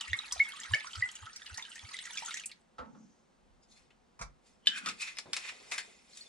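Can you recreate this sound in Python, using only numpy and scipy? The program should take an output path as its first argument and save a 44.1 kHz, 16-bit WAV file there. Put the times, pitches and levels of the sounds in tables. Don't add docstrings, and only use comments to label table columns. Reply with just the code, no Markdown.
import sys
import numpy as np
from scipy import signal
from scipy.fft import rfft, irfft, next_fast_len
from scipy.io import wavfile
from scipy.ndimage import uniform_filter1d

SR = 44100
rng = np.random.default_rng(int(sys.argv[2]) if len(sys.argv) > 2 else 0)


def voltage_ratio(decibels):
    exponent = np.asarray(decibels, float) / 20
    return 10 ** exponent


def store_wav(level_fs):
    pcm = np.round(np.clip(np.atleast_2d(level_fs), -1, 1) * 32767)
    wavfile.write(sys.argv[1], SR, pcm.T.astype(np.int16))


N = 276948
POUR_END_S = 2.62

# (frequency [Hz], level [dB per Hz])
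AIR_SPECTRUM = [(15, -38), (25, -11), (91, -18.5), (226, -2.5), (313, -13.5), (357, -8), (443, -13.5),
                (493, -7.5), (580, -13.5), (738, -11), (2280, -23.5), (8750, -32), (15400, -64.5)]
AIR_DB = -73
# (frequency [Hz], correlation [0 to 1])
STEREO_LIKENESS = [(60, 0.74), (500, 0.2), (2000, 0.23), (5000, 0.9), (12000, 0.11)]
# (time [s], level [dB])
RUMBLE = [
    (0, -81.5),
    (3.3, -86.5),
    (3.5, -72.5),
    (3.7, -82),
    (6.3, -85.5),
]
# (time [s], level [dB])
SLEEVE = [
    (2.85, -90),
    (3.0, -76.5),
    (3.2, -84),
    (3.35, -95),
]
# (frequency [Hz], level [dB per Hz])
CLOTH_SPECTRUM = [(1470, -44.5), (2500, -22), (4050, -16), (6340, 0), (11000, -38.5), (14300, -64),
                  (22000, -120)]
# (frequency [Hz], t60 [s])
KITCHEN_T60 = [(200, 0.26), (2000, 0.2), (10000, 0.13)]

# (time [s], peak level [dB])
HAND_BLOWS = [
    (4.194, -43),
    (4.214, -33.5),
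    (4.222, -37),
]
# (frequency [Hz], level [dB per Hz])
COUNTER_SPECTRUM = [(88, -38), (150, -9), (318, -34), (477, -11), (1270, 0), (1770, -15.5), (2310, -6),
                    (2810, -26), (5720, -10.5), (10000, -25), (15000, -54)]

# (time [s], peak level [dB])
SPOON_BLOWS = [
    (2.785, -42),
    (2.791, -41.5),
    (2.85, -56),
    (2.949, -59),
]
# (frequency [Hz], level [dB], t60 [s])
RIM_MODES = [(523, -5, 0.21), (704, -6, 0.053), (870, -9, 0.36), (1132, -4, 0.19), (1325, -3.5, 0.18),
             (1550, -11.5, 0.092)]
# (time [s], level [dB], length
# [s], fade [dB per s])
DULL_SHUDDERS = [
    (2.79, -54, 0.34, 42),
    (4.669, -64, 0.29, 6),
]

# (time [s], peak level [dB], left-right balance [dB])
CAP_LANDING = (4.670, -14.5, 0.66)
# (frequency [Hz], level [dB], t60 [s])
CAP_MODES = [(1688, -16.5, 0.049), (2810, -22, 0.089), (3030, -3.5, 0.041), (3563, -1.5, 0.019),
             (3970, -15.5, 0.067), (4640, -19.5, 0.072), (5600, -43, 0.18), (5360, -22, 0.065),
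             (7400, -29.5, .06), (7760, -32, 0.087)]
# (frequency [Hz], width [Hz], level [dB])
HELD_CAP_MODES = [(2050, 100, -0.5), (2500, 89, -0.5), (3600, 210, -3.5), (4350, 82, -4), (5220, 92, -1),
                  (7320, 290, 0.5)]
# (time [s], peak level [dB], frequency [Hz], brightness [dB])
CAP_CLICKS = [(3.905, -50, 2970, -22), (4.8605, -24, 1330, -11), (4.8872, -26.5, 2520, -5),
              (5.1699, -34, 2290, -20.5), (5.1861, -24, 4340, -11), (5.3326, -22, 3640, -4.5),
              (5.3653, -24.5, 2610, -6), (5.714, -29.5, 2346, -8.5), (5.72, -25, 2190, -9.5),
              (5.725, -31.5, 1210, -25), (5.78, -24, 1790, -8), (6.1727, -48, 4530, 7.5)]
CLICK_CYCLES = 187
# (frequency [Hz], level [dB per Hz])
THREAD_SPECTRUM = [(410, -42.5), (700, -16.5), (1160, -5.5), (1470, -6), (2470, 1), (2780, -3.5),
                   (3590, -8), (4500, -10.5), (5850, -22), (9900, -120)]
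# (frequency [Hz], level [dB per Hz])
RASP_SPECTRUM = [(2000, -20.5), (3500, -6), (5400, -2), (7450, -5), (10200, -10), (11300, -24),
                 (13500, -19.5), (15000, -46), (16000, -88.5)]
# (peak time [s], level [dB], rise
# [s], fall [s], brightness [dB])
CAP_SCRAPES = [(3.637, -77.5, .02, .03, 9.5), (3.725, -72.5, 0.061, 0.057, 11),
               (3.772, -66, 0.045, 0.17, 0.5), (4.47, -71.5, 0.058, 0.16, 7),
               (4.68, -47, 0.027, 0.12, -13), (4.785, -42, 0.077, 0.026, -1), (4.895, -40, 0.1, 0.063, -9),
               (5.019, -39.5, 0.037, 0.061, 3), (5.079, -42.5, 0.048, 0.1, -8.5),
               (5.2, -59, 0.031, 0.02, 10), (5.336, -43, 0.0064, 0.19, -3), (5.455, -46, 0.066, .04, -13),
               (5.495, -38.5, 0.051, 0.033, -9), (5.745, -42.5, 0.042, 0.074, -1.5),
               (6.18, -65.5, 0.14, 0.17, 12)]
TURN_FADE_DB = 27
# (time [s], pressure level [dB])
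FINGER_HOLD = [
    (4.66, -67),
    (5.32, -66.5),
    (5.6, -59),
    (5.85, -58.5),
    (6.05, -70.5),
    (6.28, -66.5),
]
# (centre time [s], rms level [dB], frequency [Hz], half length [s])
CAP_STROKES = [
    (4.726, -50, 3100, 0.037),
    (4.771, -47, 2500, 0.022),
    (4.776, -45, 1543, 0.012),
    (4.876, -44, 1277, 0.016),
    (4.745, -50, 1620, .03),
    (4.83, -58, 1450, .025),
    (4.9, -48, 3800, .006),
    (5.19, -50, 5250, .015),
    (5.024, -41.5, 2500, 0.015),
    (5.081, -50, 2520, 0.014),
]
STROKE_WIDTH_HZ = 280
# (centre time [s], rms level [dB], frequency [Hz], half length [s])
CAP_SQUEAKS = [
    (3.637, -75, 5050, 0.011),
    (3.637, -80, 6800, .01),
    (3.725, -80, 3510, .018),
    (3.725, -75, 4260, .018),
    (3.725, -74, 6450, .02),
    (3.72, -80, 9900, 0.014),
    (3.771, -70, 4250, .012),
    (3.772, -76, 3480, 0.011),
    (3.77, -77, 5300, .01),
    (3.772, -82, 7400, .01),
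]
SQUEAK_WIDTH_HZ = 120
# (time [s], peak level [dB], frequency [Hz])
RING_CHINKS = [
    (6.131, -52.5, 4350),
    (6.209, -43, 4390),
    (6.264, -54, 3537),
]
# (time [s], peak level [dB], centre frequency [Hz])
GRIP_SHIFTS = [
    (4.862, -47.5, 270),
    (4.886, -49, 257),
    (5.182, -54, 460),
    (5.255, -48.5, 619),
    (5.288, -49.5, 358),
    (5.363, -46, 870),
    (5.519, -53, 586),
    (5.6, -56, 446),
    (5.717, -43.5, 751),
    (5.783, -58, 670),
]

# (centre time [s], peak level [dB], frequency [Hz])
AIR_GLUGS = [
    (.12, -43.5, 86.2),
    (.335, -60.5, 48.6),
    (.387, -56, 74.3),
    (.726, -37.5, 99.2),
    (.99, -42, 94),
    (1.039, -57, 88.5),
    (1.237, -50, 93),
    (1.531, -48, 81.1),
    (1.848, -49.5, 93),
]
GLUG_HALF_S, GLUG_SHORTENS, GLUG_RISE = .017, .35, .3
# (time [s], level [dB])
STREAM = [
    (0.0, -51.5),
    (0.98, -51.5),
    (1.3, -58.5),
    (1.98, -54),
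    (2.16, -51),
    (2.32, -49),
    (2.38, -52),
    (2.5, -70.5),
    (2.62, -79),
]
# (frequency [Hz], level [dB per Hz])
GURGLE_SPECTRUM = [(380, -55), (650, -23), (884, -0.5), (1090, -10.5), (1320, -11), (1920, -4), (5000, -9),
                   (6500, -40), (11000, -120)]
# (frequency [Hz], level [dB per Hz])
SPRAY_SPECTRUM = [(1800, -35.5), (3000, 1), (4300, -10.5), (6200, -5.5), (7700, -4.5), (10300, -10.5),
                  (11300, -23.5), (14000, -35.5), (15400, -60)]
SPRAY_DB, SPRAY_GAINS_DB_PER_S = -11, 2.5
# (frequency [Hz], width [Hz], level [dB])
PAN_MODES = [(1920, 66, 7.5), (2440, 73, -6.5), (3820, 42, -2), (4690, 42, -7), (6330, 200, -4),
             (7420, 80, -3)]
# (time [s], peak level [dB], frequency [Hz], t60 [s], swell [s])
PLOPS = [(.01, -31.5, 3600, 0.021, .001), (.011, -29.5, 2960, 0.027, .001),
         (.1325, -26.5, 3600, .012, .0005), (.1325, -21, 1904, 0.017, .001), (.139, -27, 2136, 0.037, .003),
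         (.19, -26, 3800, 0.026, .0006), (.396, -31.5, 1720, 0.015, .0005), (.399, -26.5, 2060, 0.01, .001),
         (.4015, -16.5, 2158, .017, .03), (.412, -26, 2170, .022, .02), (.425, -40, 2170, .4, .004),
         (.737, -19, 1730, 0.055, .001), (.737, -23, 2956, .04, .001), (.745, -23.5, 2196, .05, .002),
         (.765, -38, 1846, 0.14, .004), (1.024, -20.5, 1955, .012, .03), (1.032, -29.5, 1975, .03, .03),
         (1.05, -39, 2030, .04, .03), (2.183, -31, 2300, 0.029, .001)]
# (time [s], peak level [dB], frequency [Hz])
BUBBLES = [(0.081, -37, 1990), (0.522, -38, 3210), (.642, -36.5, 1900), (.634, -36.5, 3270),
           (.049, -42, 2810), (.1, -40, 2790), (.22, -43, 2300), (.259, -44, 4300), (.281, -43.5, 3900),
           (.312, -39, 3270), (.449, -43, 3310), (.565, -40.5, 3240), (.8, -38, 3400), (.909, -42.5, 2720),
           (.951, -39, 3000), (1.257, -44, 3190), (1.297, -45, 1700), (1.42, -43, 3460),
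           (1.462, -42.5, 1940), (1.476, -40.5, 2850), (1.53, -47, 2690), (1.652, -39, 2900),
           (1.718, -40.5, 2800), (1.78, -41, 1800), (1.934, -40, 3820), (2.071, -38, 1930),
           (2.108, -39, 3390), (2.173, -31, 3380), (2.289, -41, 2640), (2.397, -39, 2900),
           (2.495, -44.5, 2650), (0.66, -37, 1550), (.807, -35, 2050), (.933, -33.5, 3060),
           (1.09, -37.5, 3100), (1.461, -41, 2820), (1.594, -34.5, 2036), (1.625, -35, 3600),
           (1.758, -39, 1790), (1.793, -38.5, 3260), (1.942, -32.5, 2020), (1.968, -34.5, 3660),
           (2.054, -37.5, 1900), (2.173, -34, 2440), (2.309, -34, 2175), (2.342, -34.5, 1770),
           (2.372, -36.5, 2010), (1.989, -39, 1870), (1.58, -37, 1880), (.735, -34, 3700),
           (2.372, -35.5, 3600), (2.437, -37.5, 2440), (2.516, -45.5, 2200)]
# (time [s], peak level [dB], frequency [Hz])
GULPS = [(.012, -42, 1200), (.058, -45.5, 1150), (.26, -47.5, 1250), (1.225, -45.5, 1200),
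         (1.682, -50, 1600), (.951, -39, 1350), (1.055, -39, 1450), (0.14, -42.5, 1105), (.32, -40.5, 1040),
         (.36, -41.5, 704), (.535, -42.5, 1134), (0.711, -38.5, 1040), (0.751, -37.5, 577),
         (.845, -38.5, 1085), (.871, -38, 1370), (1.265, -38, 1300), (1.498, -41, 1384), (1.58, -39.5, 914),
         (1.911, -45, 1110), (2.223, -36.5, 866), (2.281, -35, 1320)]
BUBBLE_T60_S, GULP_T60_S = .045, .07
# (time [s], peak level [dB], centre frequency [Hz])
SPLATS = [(0.1677, -39, 7700), (0.323, -24, 5600), (.324, -30, 8000), (.393, -39.5, 3750),
          (.4868, -37.5, 9100), (0.601, -35, 6850), (0.635, -41, 5960), (.01, -35.5, 7100),
          (.079, -43.5, 7800), (.35, -42.5, 4500), (.378, -40, 4000), (.617, -42, 5000), (.922, -47, 6100),
          (.9966, -42, 4640), (1.115, -42, 7200), (1.331, -44, 5470), (1.43, -47.5, 5900),
          (1.9157, -41.5, 4960), (2.154, -41, 6330), (2.19, -36.5, 5500), (2.249, -37, 7600),
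          (2.398, -40, 6500), (.743, -31, 4840), (.746, -37, 7000), (0.871, -36.5, 5300),
          (0.9556, -36, 4640), (1.0154, -42, 4470), (1.154, -36.5, 6730), (1.3606, -34.5, 5400),
          (1.463, -39, 4230), (1.543, -38.5, 4680), (1.5743, -30, 6200), (1.7558, -41, 6300),
          (1.8892, -42, 4850), (1.9883, -32.5, 3600), (2.0558, -39, 6600), (2.1325, -39, 6820),
          (2.175, -31, 5900), (2.2598, -32, 6700), (2.3079, -33.5, 3800), (2.341, -31.5, 6350),
          (2.371, -34.5, 6200), (2.458, -28, 8120), (2.515, -40.5, 4010)]

# (frequency [Hz], lead of the left [rad])
PORT_PHASE = [(90, 0.72), (200, 0.2), (600, 1.5), (1400, 1.28), (2600, 0.3), (5000, 0.98), (9000, 1.66),
              (14000, 1.8)]
# (frequency [Hz], level [dB])
TREBLE_BALANCE = [(9000, 3), (10700, 4), (11700, -6), (13000, -10.5), (14500, -6), (16000, -20.5)]
APART_S = .00004


def unit(x):
    return x / np.sqrt(np.mean(x ** 2) + 1e-20)


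def along(points, hz):
    f, v = np.transpose(points)
    return np.interp(np.log(hz + 1), np.log(f + 1), v)


def gain(points):
    s, db = np.transpose(points)
    return voltage_ratio(np.interp(np.arange(N) / SR, s, db, left=-140, right=-140))


def seconds(length):
    return np.arange(round(length * SR)) / SR


def filtered(x, response):
    m = next_fast_len(x.shape[-1] + 2048)
    return irfft(rfft(x, m) * response(np.fft.rfftfreq(m, 1 / SR)), m)[..., :x.shape[-1]]


def peak(hz, width_hz):
    return lambda f: 1j * f * width_hz / (hz * hz - f * f + 1j * f * width_hz)


def steep(hz, width_hz):
    return lambda f: peak(hz, width_hz)(f) ** 2


def coloured(spectrum):
    return lambda hz: voltage_ratio(along(spectrum, hz))


def tinted(spectrum, modes):
    return lambda f: coloured(spectrum)(f) * np.abs(1 + sum(voltage_ratio(db) * peak(hz, w)(f) for hz, w, db in modes))


def rush(response, patchy_db):
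    z = signal.stft(rng.standard_normal((2, N + 512)), nperseg=256)[2]
    field = uniform_filter1d(rng.standard_normal(z.shape[1:]), size=5, axis=0)
    field = uniform_filter1d(field, size=6, axis=1)
    pair = signal.istft(z * voltage_ratio(patchy_db * unit(field)), nperseg=256)[1][:, :N]

    def mid_side(hz):
        turn = np.arccos(np.clip(along(STEREO_LIKENESS, hz), -1, 1)) / 2
        return response(hz) * [np.cos(turn), np.sin(turn)]

    mid, side = filtered(pair, mid_side)
    return unit(np.array([mid + side, mid - side]))


def ring(t, hz, t60, rise, attack):
    phase = 2 * np.pi * hz * (t + rise * t * t / (2 * t60))
    return np.sin(phase) * voltage_ratio(-60 * t / t60) * (1 - np.exp(-t / attack))


def burst(t, t60, response):
    fade = voltage_ratio(-60 * t / t60)
    puff = filtered(rng.standard_normal(len(t)), response) * fade
    return .5 * puff * np.linalg.norm(fade) / np.linalg.norm(puff)


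def add(out, s, sound, pan_db=0):
    lag = rng.normal(0, APART_S)
    for side, way in zip(out, (.5, -.5)):
        part = side[round((s + way * lag) * SR):][:len(sound)]
        part += sound[:len(part)] * voltage_ratio(way * pan_db)


def background():
    shake = filtered(rng.standard_normal((2, N)), steep(42, 40))
    air = voltage_ratio(AIR_DB + 1.0) * rush(lambda f: coloured(AIR_SPECTRUM)(f) * (f > 60), patchy_db=0.5)
    cloth = gain(SLEEVE) * rush(coloured(CLOTH_SPECTRUM), patchy_db=2)
    return air + gain(RUMBLE) * 1.4 * unit(shake) + cloth


def kitchen(x):
    out, step = np.zeros((2, N + SR)), SR // 4
    for start in range(0, N, step):
        hz, t, z = signal.stft(rng.standard_normal((2, SR // 3)), SR, nperseg=256)
        decay = voltage_ratio(-60 * t / along(KITCHEN_T60, hz)[:, None])
        tail = signal.istft(z * decay, SR, nperseg=256)[1]
        wet = signal.fftconvolve(x[:, start:start + step], tail / np.linalg.norm(tail[0]), axes=1)
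        out[:, start + 150:][:, :wet.shape[1]] += wet
    return out[:, :N]


def hand():
    out, t = np.zeros((2, N)), seconds(0.51)
    for s, db in HAND_BLOWS:
        blow = burst(t, 0.073, coloured(COUNTER_SPECTRUM)) * (1 - np.exp(-t / 0.0037))
        add(out, s - .003, voltage_ratio(db + 5.0) * blow, pan_db=-2.5)
    add(out, 4.215, voltage_ratio(-37.5) * ring(t, 45.9, 0.22, rise=0, attack=.02), pan_db=2.5)
    add(out, 4.2, voltage_ratio(-49.5) * burst(t, 0.31, steep(110, 90)))
    add(out, 5.255, voltage_ratio(-55) * burst(t, 0.2, steep(150, 140)))
    return out


def spoon():
    out, t = np.zeros((2, N)), seconds(0.44)
    for s, db in SPOON_BLOWS:
        rim = sum(voltage_ratio(level) * burst(t, life, steep(hz, .13 * hz)) for hz, level, life in RIM_MODES)
        thud = 0.49 * burst(t, 0.24, lambda f: steep(1300, 600)(f) + 1.3 * steep(650, 450)(f))
        tick = 0.26 * burst(t, 0.11, lambda f: peak(2800, 4500)(f) ** 3)
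        knock = (1.34 * rim / np.max(np.abs(rim)) + thud + tick) * (1 - np.exp(-t / 0.0012))
        add(out, s - .003, voltage_ratio(db) * knock, pan_db=-2.0)
    add(out, 2.783, voltage_ratio(-33.5) * ring(t, 1315, 0.12, rise=0, attack=.008))
    add(out, 2.80, voltage_ratio(-45) * ring(t, 78, 0.12, rise=0, attack=0.0075))
    rocking = sum(gain([(s, db), (s + length, db - fade * length)]) for s, db, length, fade in DULL_SHUDDERS)
    return out + rocking * rush(steep(215, 95), patchy_db=3)


def rasp(f):
    return tinted(RASP_SPECTRUM, HELD_CAP_MODES)(f) * np.minimum(f / 2000, 1) ** 2


def cap_lands(out, t):
    s, db, pan_db = CAP_LANDING
    shell = sum(voltage_ratio(level) * ring(t, hz, life, rise=0, attack=0.00066) for hz, level, life in CAP_MODES)
    shell = shell + 0.72 * np.roll(shell, round(.0046 * SR))
    shell = shell * voltage_ratio(-300 * t)
    rattle = 0.18 * burst(t, 0.049, peak(3390, 1100))
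    rattle += 0.17 * burst(t, 0.079, lambda f: rasp(f) / (1 + (f / 9500) ** 12))
    add(out, s, voltage_ratio(db) * (1.28 * shell / np.max(np.abs(shell)) + rattle), pan_db)
    add(out, s - .011, voltage_ratio(db - 29) * burst(t, 0.056, peak(3300, 1200)))


def cap_knocks(out, t):
    for s, db, hz, bright_db in CAP_CLICKS:
        t60 = CLICK_CYCLES / hz
        body = 0.27 * burst(t, t60, steep(hz, .2 * hz)) + 0.35 * burst(t, t60, coloured(THREAD_SPECTRUM))
        body += .8 * (db > -40) * burst(t, .004, steep(4000, 5000))
        add(out, s, voltage_ratio(db) * (body + voltage_ratio(bright_db) * burst(t, t60, rasp)), pan_db=2.5)
    for s, db, hz in RING_CHINKS:
        add(out, s, voltage_ratio(db) * ring(t, hz, 0.079, rise=0, attack=0.00091), pan_db=3)


def cap_sings(out, t):
    tones = [(*row, STROKE_WIDTH_HZ) for row in CAP_STROKES]
    tones += [(*row, SQUEAK_WIDTH_HZ) for row in CAP_SQUEAKS]
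    for s, db, hz, half, width_hz in tones:
        tone = unit(filtered(rng.standard_normal(len(t)), steep(hz, width_hz)))
        swell = np.exp(-((t - .15) / half) ** 2 / 2)
        add(out, s - .15, voltage_ratio(db) * tone * swell, pan_db=1.5)


def cap_scraping():
    now, rest = np.arange(N) / SR, gain(FINGER_HOLD)
    low, high = rest, rest * voltage_ratio(-0.5)
    for s, db, rise, fall, bright_db in CAP_SCRAPES:
        stroke = voltage_ratio(db - TURN_FADE_DB * np.maximum((s - now) / rise, (now - s) / fall))
        low, high = low + stroke, high + voltage_ratio(bright_db) * stroke
    return low, high


def cap():
    out, t = np.zeros((2, N)), seconds(0.27)
    cap_lands(out, t)
    cap_knocks(out, t)
    cap_sings(out, t)
    low, high = cap_scraping()
    dull = low * rush(tinted(THREAD_SPECTRUM, HELD_CAP_MODES), patchy_db=1.5)
    out += voltage_ratio(-4.5) * (dull + high * rush(rasp, patchy_db=3.0))
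    out += voltage_ratio(-11) * gain(FINGER_HOLD) * rush(steep(520, 600), patchy_db=4)
    for s, db, hz in GRIP_SHIFTS:
        add(out, s, voltage_ratio(db) * burst(t, 0.17, steep(hz, 1.3 * hz)) * (1 - np.exp(-t / 0.0023)))
    return out


def glugs():
    out, t = np.zeros((2, N)), seconds(.2) - .1
    for s, db, hz in AIR_GLUGS:
        half = GLUG_HALF_S * np.exp(-GLUG_SHORTENS * s)
        phase = 2 * np.pi * hz * (t + GLUG_RISE * t * t / (4 * half))
        add(out, s - .1, voltage_ratio(db) * np.exp(-(t / half) ** 2 / 2) * np.cos(phase), pan_db=-.7)
    return out


def grains(count, centre_hz, spread, cycles, scatter_db):
    when, pitch, size, place = rng.random((count, 4)).T
    hz = centre_hz * np.exp(spread * 4 * (pitch - .5))[:, None]
    t = seconds(.02)[None]
    strength = voltage_ratio(-scatter_db * np.log(size + .07))
    rows = strength[:, None] * ring(t, hz, cycles / hz, rise=0.044, attack=0.0001)
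    at = (when * POUR_END_S * SR).astype(int)[:, None] + np.arange(t.size)
    sides = []
    for way in (1, -1):
        placed = rows * voltage_ratio(way * 3.64 * (place[:, None] - 1.0))
        sides.append(np.bincount(at.ravel(), placed.ravel(), N))
    x = np.array(sides)
    return x / np.sqrt(np.mean(x[:, :round(POUR_END_S * SR)] ** 2))


def stream():
    gurgle = gain(STREAM)
    spray = gurgle * voltage_ratio(SPRAY_DB + SPRAY_GAINS_DB_PER_S * seconds(N / SR))
    low = grains(count=1500, centre_hz=2300, spread=0.323, cycles=72, scatter_db=8.0)
    high = grains(count=2500, centre_hz=6200, spread=.22, cycles=80, scatter_db=3.5)
    out = gurgle * (0.51 * low + 0.46 * rush(tinted(GURGLE_SPECTRUM, PAN_MODES), patchy_db=7.5))
    return out + spray * (0.5 * high + 1.21 * rush(tinted(SPRAY_SPECTRUM, PAN_MODES), patchy_db=8.5))


def bubbles(out, t):
    all_bubbles = PLOPS + [(*row, BUBBLE_T60_S, .0005) for row in BUBBLES]
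    all_bubbles += [(*row, GULP_T60_S, .001) for row in GULPS]
    for s, db, hz, t60, swell in all_bubbles:
        rough = np.clip((-19 - db) / 20, .05, .75) * np.exp(-(swell / .004) ** 2)
        beat = 1 - .25 * np.sin(np.pi * rng.uniform(60, 100) * t) ** 2
        clean = beat * (1 - np.exp(-t / swell)) * ring(t, hz, t60, rise=0.028, attack=swell)
        clean /= np.max(np.abs(clean))
        froth = burst(t, 1.34 * t60, steep(1.03 * hz, .16 * hz)) + 0.69 * burst(t, 0.025, steep(1.5 * hz, 3000))
        plop = voltage_ratio(-35.0) * burst(t, 0.043, steep(260, 300))
        sound = (1 - rough) * clean + rough * froth + plop
        add(out, s - .001, voltage_ratio(db - 1.0) * sound, pan_db=rng.normal(-1.6, 1.1))


def splats(out, t):
    for s, db, hz in SPLATS:
        near = peak(hz, 0.28 * hz)
        splat = burst(t, 0.051, lambda f: near(f) * (near(f) + 0.5))
        splat += 0.19 * ring(t, hz, .03, rise=0.024, attack=0.00046)
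        splat += .4 * burst(t, .005, near)
        add(out, s, voltage_ratio(db - 1.5) * splat, pan_db=rng.normal(0, 1.0))


def pour():
    out, t = stream(), seconds(.18)
    bubbles(out, t)
    splats(out, t)
    return out


def scene():
    near = hand() + spoon() + cap() + pour()
    return background() + voltage_ratio(-9.5) * kitchen(near) + glugs() + near


def roll_off(x):
    return signal.sosfilt(signal.butter(12, 15530, fs=SR, output="sos"), x)


def record(dry):
    def ports(hz):
        lead = along(PORT_PHASE, hz) * np.array([[1], [-1]])
        return voltage_ratio(along(TREBLE_BALANCE, hz)) * np.exp(.5j * lead)

    return roll_off(filtered(dry, ports))


dry = scene()
out = record(dry)
store_wav(out)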